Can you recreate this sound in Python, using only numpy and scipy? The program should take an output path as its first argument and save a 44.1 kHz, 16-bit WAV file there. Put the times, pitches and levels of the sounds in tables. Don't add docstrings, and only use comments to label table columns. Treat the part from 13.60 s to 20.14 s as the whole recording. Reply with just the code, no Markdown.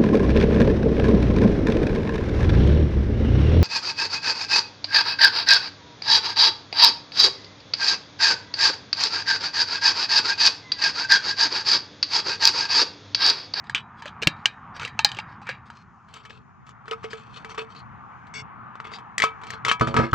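import sys
import numpy as np
from scipy import signal
from scipy.fft import rfft, irfft, next_fast_len
from scipy.io import wavfile
from scipy.ndimage import uniform_filter1d, map_coordinates

SR = 44100
rng = np.random.default_rng(int(sys.argv[2]) if len(sys.argv) > 2 else 0)


def output_pcm(signal):
    pcm = np.clip(np.atleast_2d(signal).T, -1, 1) * 32767
    wavfile.write(sys.argv[1], SR, np.round(pcm).astype(np.int16))


def makeup_ratio(level_db):
    decades = np.asarray(level_db, float) / 20
    return 10 ** decades


N = 288414

# start_s, peak_db, click_hz, dent_db, dent_hz, ring_db
HELD_SNAPS = [(0.0408, -41, 1710, -11, 837, -16), (0.0964, -21, 1710, -21, 949, -17),
              (0.1477, -11.5, 2430, -29.5, 382, -17.5), (0.4219, -30, 1745, -6, 954, -13),
              (0.4566, -27.5, 1750, -10.5, 607, -13.5), (0.4794, -34.5, 3020, -15, 842, -12.5),
              (0.6191, -27.5, 2780, -13.5, 387, -17.5), (0.624, -15, 2760, -17.5, 454, -17),
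              (0.6322, -15.5, 2406, -23.5, 423, -16.5), (0.6719, 0.5, 2740, -27.5, 388.5, -24),
              (0.857, -2, 2890, -26, 872.5, -22), (1.1638, -32, 1510, -13.5, 559, -8.5),
              (1.1967, -25, 2620, -8.5, 941, -17.5), (1.2184, -25, 1460, -17, 893.5, -15),
              (1.2314, -23.5, 1477, -20, 493, -14.5), (1.2497, -19.5, 2730, -18.5, 502, -14),
              (1.2768, -26.5, 1976, -21.5, 804, -13.5), (1.3913, -9.5, 2660, -9.5, 893, -15.5),
              (1.4468, -0.5, 4077, -19.5, 833, -16.5), (1.4894, -30, 3120, -15.5, 772, -7.5),
              (1.5167, -23.5, 2955, -15, 802, -15), (1.5472, -30.5, 2928, -42, 389, -19.5),
              (1.5693, -31.5, 3176, -12, 386.5, -17), (1.5877, -22.5, 2304, -5, 862, -13.5),
              (1.8166, -43, 1570, 1, 827.5, -17), (1.8692, -31.5, 1600, -4, 957, -17),
              (1.8906, -22.5, 1660, -8, 532, -7), (2.1011, -31.5, 1450, -11, 941, -18)]
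# start_s, peak_db, click_hz, hollow_db, edge_db, ring_db
LOOSE_SNAPS = [(2.4857, -44.5, 1470, -32, -21, -9.5), (2.5401, -40, 1560, -36, 1, -1.5),
               (2.5687, -34.5, 1053, -34, -21.5, -11), (2.6516, -37.5, 1730, -17.5, -23.5, -3),
               (2.7057, -35.5, 1690, -12.5, -29, -15), (3.0665, -51, 1330, -27.5, -18.5, 3),
               (3.0914, -37, 1180, -33, -9, -22), (3.256, -39, 1110, -19, -27.5, -21),
               (3.2804, -27.5, 1420, -16, -69, -13.5), (3.3116, -22.5, 2920, -5.5, -33.5, -25.5),
               (3.4312, -37.5, 1210, -22, -28.5, -9), (3.4421, -23, 1186, -7, -33.5, -17),
               (3.5314, -25, 1700, -8, -29, -12.5), (3.8467, -26, 1562, -16, -39.5, -13.5),
               (3.8945, -37, 1101, -17, -29, -7), (3.9458, -33, 1160, -18, -27, -9),
               (3.9794, -25, 1158, -13, -21.5, -17.5), (3.9818, -23.5, 1150, -10, -28, -9),
               (4.0181, -31.5, 1172, -5, -33, -12), (4.1494, -36, 1220, -26, -37, -15.5),
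               (4.1909, -46, 1099, -21, -7, -15), (4.6692, -39.5, 1114, -24.5, -26.5, -13.5),
               (5.1542, -32, 1140, -37.5, -46, -20), (5.2011, -25, 1280, -27, -42, -20.5),
               (5.251, -25.5, 1186, -27, -41.5, -60), (5.2709, -29, 1207, -22, -34, -20),
               (5.3173, -29.5, 1100, -16, -28, -19), (5.3363, -29, 2050, -16.5, -24, -23),
               (5.3854, -34.5, 1060, -22.5, -31, -10.5), (5.5807, -13.5, 1980, -46.5, -3, -23.5),
               (5.5922, -20, 1825, -30, -10, -23.5), (5.6007, -13.5, 2000, -27, -12, -13),
               (5.6203, -8.5, 2110, -38.5, -19.5, -12.5), (5.6294, -14, 2150, -29, -17.5, -10),
               (5.6387, -7, 1102, -20.5, -18.5, -12.5), (5.8152, -36, 1152, -19, -38, -11.5),
               (5.835, -29.5, 1240, -16.5, -38, -9.5), (5.8681, -34, 1100, -13.5, -13, -6),
               (5.904, -26, 1852, -47, -3, -11), (5.9359, -30, 1690, -11, -32, -10),
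               (6.0493, -11.5, 2058, -26, -18.5, -11), (6.0649, -17, 1055, -26.5, -20, -11.5),
               (6.0826, -14.5, 1217, -21.5, -13.5, -5), (6.114, -11.5, 1217, -43, -22.5, -5),
               (6.1968, -25.5, 2100, -16, -18.5, -11.5), (6.2103, -10.5, 1183, -14.5, -27, -17),
               (6.2724, -19, 1283, -22, -24, -11.5), (6.2844, -23, 1296, -10, -22.5, -13),
               (6.342, -15, 1137, -20, -25.5, -23.5), (6.3659, -8.5, 1280, -11, -30.5, -12.5),
               (6.5314, -15, 1290, -10, -27.5, -17)]
# pitch_hz, level_db, t60_s
HELD_CAN_MODES = [(1653, 0, 0.16), (1793, -12, 0.49), (2315, -7, 0.19), (2385, -18, 0.43),
                  (2487, -14, 0.27), (3079, -3, 0.14), (3784, -11, 0.28), (3924, -13, 0.15),
                  (4048, -5, 0.15), (4151, -15, 0.12), (4517, -14, 0.12), (4608, -15, 0.18),
                  (4716, -8, 0.16), (4834, -11, 0.14), (4910, -17, 0.21), (5997, -11, 0.079)]
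# pitch_hz, level_db, t60_s
LOOSE_CAN_MODES = [(974, -12, .3), (1145, -2, .08), (1285, -2, .25), (1650, -14, .18), (2150, -11, .08),
                   (2298, -7, .24), (2570, -12, .16), (2940, -10, .07), (3130, -10, .17), (3290, -14, .08),
                   (3450, -12, .14), (3850, -21, .12), (4400, -20, .1), (4650, -19, .11), (5480, -21, .11),
                   (6050, -22, .09)]
# pitch_hz, level_db, t60_s
HOLLOW_MODES = [(445, 0, .22), (650, -12, .1), (738, -13, .15)]
# start_s, length_s, level_db, pitch_hz, swell_share (of the stroke)
HELD_STROKES = [(.03, 0.085, -57.5, 3500, 0.35), (.15, 0.056, -27.5, 2600, 0.033),
                (.34, 0.074, -58.5, 4000, 0.9), (.42, 0.091, -44, 2940, 0.48),
                (.612, 0.013, -42, 3050, 0.83), (.75, 0.14, -68, 4500, 0.14), (.87, 0.1, -61.5, 4000, .05),
                (1.135, 0.058, -47.5, 3630, 0.52), (1.19, .11, -39, 2430, 0.069),
                (1.36, 0.065, -57, 4800, 0.59), (1.5, 0.11, -42.5, 3200, 1),
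                (1.655, .11, -64.5, 4440, 0.616), (1.815, 0.069, -58.5, 3500, 0.2),
                (1.85, 0.13, -38, 2200, 0.19), (2.045, 0.06, -64, 5000, 0.32),
                (2.09, 0.17, -61, 4500, 0.38)]
# start_s, length_s, level_db, pitch_hz, swell_share (of the stroke)
LOOSE_STROKES = [(2.46, 0.14, -63.5, 4000, 0.44), (2.535, 0.097, -50.5, 3870, 0.037),
                 (2.63, 0.037, -59, 4100, 0.17), (2.69, 0.11, -52, 3840, 0.08),
                 (3.04, 0.088, -62.5, 5000, 0.79), (3.25, 1.0, -62.5, 4520, 0.33),
                 (3.255, 0.036, -60.5, 4000, 0.4), (3.31, 0.057, -33.5, 2600, 0.041),
                 (3.43, .06, -45, 2970, .2), (3.495, 0.047, -45, 4520, 0.29), (3.56, 0.08, -51, 4000, 0.24),
                 (3.7, 0.11, -47.5, 4700, 0.55), (3.885, .07, -46, 5170, 0.11),
                 (3.975, 0.059, -35.5, 3000, 0.035), (4.08, 0.074, -57.5, 4570, 0.45),
                 (4.145, 0.076, -50, 4000, 0.23), (5.24, 0.078, -46, 2340, 0.067),
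                 (5.31, 0.073, -43, 4300, 0.35), (5.585, 0.13, -41, 2240, 0.46),
                 (5.81, 0.18, -48.5, 3130, 0.65), (6.05, 0.068, -24.5, 2630, 0.91),
                 (6.2, .14, -43.5, 3070, .2), (6.34, 0.16, -34, 2560, 0.17), (6.51, 0.013, -47, 6100, 0.26)]
# pitch_hz, density_db_per_hz
RASP_SPECTRUM = [(530, -37.5), (900, -5.5), (1280, 2.5), (2000, -10), (2700, -10.5), (5600, -24.5),
                 (8600, -30.5), (15000, -36)]
# pitch_hz, width_hz, level_db
JAW_MODES = [(432, 30, -6), (1550, 200, -9), (2200, 160, 0), (2750, 150, -8), (3450, 150, -11),
             (4550, 200, -11), (5500, 200, -10), (6350, 250, -17), (7700, 250, -18)]
# start_s, table_db, rim_db, t60_scale_s
BOUNCES = [
    (6.21, -17, 9, 0.3),
    (6.27, -25.5, -4, 0.67),
    (6.343, -21, 6.5, 0.21),
    (6.365, -19.5, 13.5, 0.34),
    (6.389, -12, -4, 0.25),
    (6.399, -22, -9, 0.33),
    (6.429, -23, 5, 0.33),
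    (6.531, -17, 12.5, 0.3),
]
# pitch_hz, level_db, t60_s
TABLE_MODES = [(79.5, -10, .3), (127.4, -3, 0.2), (128, -1.5, 0.067), (155, -9.5, 0.24), (181, -11, .2),
               (237, -2.5, 0.24), (335, -12, 0.43), (463.2, -9, 0.13), (551.3, -11.5, 0.26), (650, -12, .2)]
# pitch_hz, level_db, t60_s
RIM_MODES = [(974, -10, .25), (1197, -5, .35), (1286, 0, .27), (1430, -12, .2), (1507, -13, .2),
             (1701, -17, .3)]
# pitch_hz, left_minus_right_db
CAN_SIDE = [(60, 4), (120, -5), (240, -3), (490, -2.5), (1000, 0.5), (2010, 4.5), (4050, 7), (8180, 10)]
# pitch_hz, left_lead_rad
CAN_LEAD = [(0, 0), (260, -1.0), (860, -1.4), (5170, -0.5), (7060, -0.8), (8350, -0.9)]
# pitch_hz, t60_s
GARDEN_DECAY = [(200, 0.27), (2000, 0.19), (10000, 0.059)]
# start_s, rumble_db, tyre_hiss_db
ROAD_LEVELS = [(0.0, -51, -49), (0.69, -48.5, -45.5), (0.91, -50, -46.5), (1.33, -49, -45),
               (1.75, -47.5, -45), (2.2, -56.5, -53), (2.64, -58.5, -56.5), (3.37, -53, -50),
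               (6.08, -51.5, -44), (6.27, -51.5, -52), (6.39, -61, -44.5), (6.54, -47, -55)]
# pitch_hz, density_db_per_hz
RUMBLE_SPECTRUM = [(15, -45), (25, -15), (103, -3.5), (125, 1), (140, -4.5), (219, -4.5), (305, -22.5),
                   (352, -19.5), (420, -22), (550, -66.5), (920, -120)]
# pitch_hz, density_db_per_hz
TYRE_SPECTRUM = [(150, -35), (250, -10), (312, -14), (352, -21), (473, -19), (590, -18.5), (771, -5),
                 (1200, 0), (2050, -16.5), (2270, -18.5), (2970, -28.5), (3250, -32.5), (8630, -70.5),
                 (11200, -102), (19000, -120)]
# pitch_hz, likeness (0 to 1)
ROAD_ALIKE = [(60, 0.38), (430, 0.5), (700, 0.94), (1400, 0.74), (3000, .78), (5000, .2)]
# pitch_hz, left_minus_right_db
ROAD_SIDE = [(60, 4.0), (160, 1), (430, -3.5), (1150, 3), (3060, 5.5), (8180, 3)]
# pitch_hz, left_lead_rad
ROAD_LEAD = [(0, -0.39), (90, -.3), (260, -1.05), (800, -1.4), (2500, -0.66), (4500, -.3)]
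# pitch_hz, density_db_per_hz
LEAF_SPECTRUM = [(2060, -40.5), (3500, -13), (5130, -5), (6070, -5.5), (6600, -3), (8630, -22),
                 (11200, -48.5), (19000, -120)]
# start_s, side_share (of the side signal)
STEREO_WIDTH = [(1.85, 0), (2.1, .3), (2.4, .55), (2.8, 1)]
# pitch_hz, level_db
MIC_RESPONSE = [(20, -19), (50, -2), (90, 2.5), (7800, -1), (9500, -14.5), (14000, -16.5), (16500, -26.5)]


def unit(x):
    return x / np.sqrt(np.mean(x ** 2) + 1e-20)


def along(points, hz):
    f, v = np.transpose(points)
    return np.interp(np.log(hz + 50), np.log(f + 50), v)


def curves(rows):
    s, *columns = np.transpose(rows)
    return [np.interp(np.arange(N) / SR, s, column) for column in columns]


def wobble(rate):
    knots = rng.standard_normal(int(N * rate / SR) + 4)
    return map_coordinates(knots, [np.arange(N) * rate / SR])


def filtered(x, response):
    size = next_fast_len(x.shape[-1] + 8192)
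    spectrum = rfft(x, size) * response(np.fft.rfftfreq(size, 1 / SR))
    return irfft(spectrum, size)[..., :x.shape[-1]]


def band(hz, width):
    return lambda f: 1j * f * width / (hz * hz - f * f + 1j * f * width)


def steep_band(hz, width):
    return lambda f: band(hz, width)(f) ** 2


def ports(x, side, lead):
    half = lambda hz: makeup_ratio(along(side, hz) / 2) * np.exp(.5j * along(lead, hz))
    return filtered(x, lambda hz: np.array([half(hz), 1 / half(hz)]))


def ringing(modes, t, scatter_db, detune, stretch=1, rise=.001):
    hz, db, t60 = np.transpose(modes)[:, :, None]
    strength, shift, damping = rng.standard_normal((3, len(modes), 1))
    fade_db = 60 * t / (t60 * stretch * makeup_ratio(-2 * np.abs(damping)))
    level = makeup_ratio(db + scatter_db * strength - fade_db)
    tones = level * np.sin(2 * np.pi * hz * (1 + detune * shift) * t)
    return tones.sum(0) * (1 - np.exp(-t / rise))


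def add(track, s, sound):
    part = track[round(s * SR):][:len(sound)]
    part += sound[:len(part)]


def snap(hz, edge_db, ring_db, can, detune, stretch):
    t, modes = np.arange(SR // 5) / SR, np.array(can)
    noise = rng.standard_normal((3, len(t)))
    crackle = unit(filtered(noise[0], steep_band(hz * 0.96, hz * 1.1)))
    buckle = makeup_ratio(-60 * t / 0.017) * (np.sin(2 * np.pi * hz * t) + .5 * crackle)
    edge = makeup_ratio(edge_db - 60 * t / 0.032) * unit(filtered(noise[1], steep_band(4800, 8500)))
    octaves_away = np.abs(np.log2(modes[:, :1] / hz))
    near = modes - [0, 1, 0] * (3 * octaves_away)
    shimmer = makeup_ratio(-4.5 - 60 * t / 0.077) * unit(filtered(noise[2], steep_band(1800, 3500)))
    ring = makeup_ratio(ring_db) * (ringing(near, t, 2.0, detune, stretch) + shimmer)
    return t, (buckle + edge + ring) * (1 - np.exp(-t / 0.00005))


def held_snaps():
    out = np.zeros(N)
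    for s, db, hz, dent_db, dent_hz, ring_db in HELD_SNAPS:
        t, sound = snap(hz, -21.5, ring_db, HELD_CAN_MODES, detune=.015, stretch=.75)
        dent_modes = [(dent_hz, dent_db + 6.0, .06), (dent_hz * 1.4, dent_db + 0.5, .04)]
        dent = ringing(dent_modes, t, 2.5, 0.013)
        add(out, s + .0002, makeup_ratio(db) * (sound + dent))
    return out


def loose_snaps():
    out = np.zeros(N)
    for s, db, hz, hollow_db, edge_db, ring_db in LOOSE_SNAPS:
        t, sound = snap(hz, edge_db - 4.0, ring_db, LOOSE_CAN_MODES, detune=.003, stretch=1.0)
        hollow = makeup_ratio(hollow_db + 0.5) * ringing(HOLLOW_MODES, t, 1.6, 0.0033, rise=0.0016)
        add(out, s + 0.00017, makeup_ratio(db) * (sound + hollow))
    return out


def strokes(table, can, hollow_db, count):
    out = np.zeros(N)
    for s, length, db, hz, swell in table:
        u = np.arange(round((length + 0.12) * SR)) / SR / length
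        swell = np.clip(swell, .03, .9)
        release = np.clip((u - swell) / (1 - swell), 0, 4)
        force = np.minimum(u / swell, 1) ** 1.5 * makeup_ratio(-22 * release ** 1.9)

        chance, size = rng.random((2, len(u)))
        slips = (chance < 1400 / SR) * np.clip(-np.log(size + 1e-9), 0, 3) ** 1.5
        clumps = np.interp(u * length * 70, np.arange(90), rng.standard_normal(90))
        push = force * makeup_ratio(3 * clumps) * (.35 + slips) * rng.standard_normal(len(u))

        strip_hz = rng.uniform(2500, 9500, size=count)
        pitches = np.append(np.transpose(can)[0], strip_hz)
        gains = makeup_ratio(5 * rng.standard_normal(len(pitches) + 1))
        wall = lambda f: sum((-1) ** k * gains[k] * band(p, 45.0 + .025 * p)(f) for k, p in enumerate(pitches))
        hollow = lambda f: makeup_ratio(hollow_db) * gains[-1] * band(447, 22)(f)
        rasp = lambda f: makeup_ratio(along(RASP_SPECTRUM, f)) * (.3 + band(hz, hz * .6)(f))
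        sound = filtered(push, lambda f: rasp(f) * (0.69 + wall(f)) + hollow(f))
        add(out, s, makeup_ratio(db) * unit(sound) * np.sqrt(length / (length + .15)))
    return out


def squeak():
    out, t = np.zeros(N), np.arange(SR // 6) / SR
    stop = np.clip((.088 - t) / 0.022, 0, 1)
    force = stop * makeup_ratio(-70.0 * t) * (1 - np.exp(-t / 0.00067))
    jaws = lambda f: sum(makeup_ratio(db) * steep_band(hz, width)(f) for hz, width, db in JAW_MODES)
    add(out, 4.737, makeup_ratio(-41) * unit(filtered(force * rng.standard_normal(len(t)), jaws)))
    return out


def thump():
    out, t = np.zeros(N), np.arange(SR // 8) / SR
    handles = [(173, -10, 0.037), (310, -11, .04), (510, -7.5, 0.014)]  # pitch_hz, level_db, t60_s
    add(out, .6725, ringing(handles, t, 0, 0, rise=0.00091))
    return out


def bounces():
    out, t = np.zeros(N), np.arange(SR // 2) / SR
    for s, db, rim_db, scale in BOUNCES:
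        boom = ringing(TABLE_MODES, t, 1.6, .01, scale * 2.4, rise=0.003)
        knock = unit(filtered(rng.standard_normal(len(t)), steep_band(500, 900)))
        rattle = makeup_ratio(-10.5 - 60 * t / (scale * .6)) * knock
        rim = makeup_ratio(rim_db - 7.0) * ringing(RIM_MODES, t, 1.5, 0.0018, scale * 2.57)
        add(out, s, makeup_ratio(db + 1.0) * (boom + rattle + rim))
    return out


def garden(x):
    hz, t, z = signal.stft(rng.standard_normal((2, SR // 4)), SR, nperseg=256)
    fade = makeup_ratio(-60 * t / along(GARDEN_DECAY, hz)[:, None])
    tail = signal.istft(z * fade, SR, nperseg=256)[1]
    late = np.pad(x, (120, 0))[None]
    return signal.fftconvolve(late, tail / np.linalg.norm(tail[0]), axes=1)[:, :N]


def road():
    out = 0
    turn = lambda hz: np.arccos(np.clip(along(ROAD_ALIKE, hz), 0, 1)) / 2
    layers = zip(curves(ROAD_LEVELS), (RUMBLE_SPECTRUM, TYRE_SPECTRUM), (1.4, 1.1))
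    for level_db, spectrum, sway_db in layers:
        z = signal.stft(rng.standard_normal((2, N)), nperseg=512)[2]
        field = uniform_filter1d(rng.standard_normal(z.shape[1:]), size=6, axis=0)
        field = uniform_filter1d(field, size=14, axis=1)
        pair = signal.istft(z * makeup_ratio(1.5 * unit(field)), nperseg=512)[1][:, :N]
        split = lambda hz: makeup_ratio(along(spectrum, hz)) * [np.cos(turn(hz)), np.sin(turn(hz))]
        mid, side = filtered(pair, split)
        level = makeup_ratio(level_db + 1.0 + sway_db * wobble(5.0))
        out = out + level * unit(np.array([mid + side, mid - side]))
    return ports(out, ROAD_SIDE, ROAD_LEAD)


def leaves():
    hiss = unit(filtered(rng.standard_normal((2, N)), lambda hz: makeup_ratio(along(LEAF_SPECTRUM, hz))))
    return makeup_ratio(-81.5 + 2.2 * wobble(4.5) + 1.5 * wobble(3.0)) * hiss


def scene():
    held_drags = strokes(HELD_STROKES, HELD_CAN_MODES, -8.5, count=12)
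    loose_drags = strokes(LOOSE_STROKES, LOOSE_CAN_MODES, -1.5, count=12)
    can = held_snaps() + loose_snaps() + held_drags + loose_drags + squeak() + thump() + bounces()
    return ports(can, CAN_SIDE, CAN_LEAD) + makeup_ratio(-24) * garden(can) + road() + leaves()


def top_cut(x):
    return signal.sosfilt(signal.butter(12, 15800, fs=SR, output="sos"), x)


def record(dry):
    heard = filtered(dry, lambda hz: makeup_ratio(along(MIC_RESPONSE, hz)))
    mid = heard.mean(0)
    side = curves(STEREO_WIDTH)[0] * (heard[0] - heard[1]) / 2
    mix = np.clip([mid + side, mid - side], -1, 1)
    return top_cut(mix)


dry = scene()
out = record(dry)
output_pcm(out)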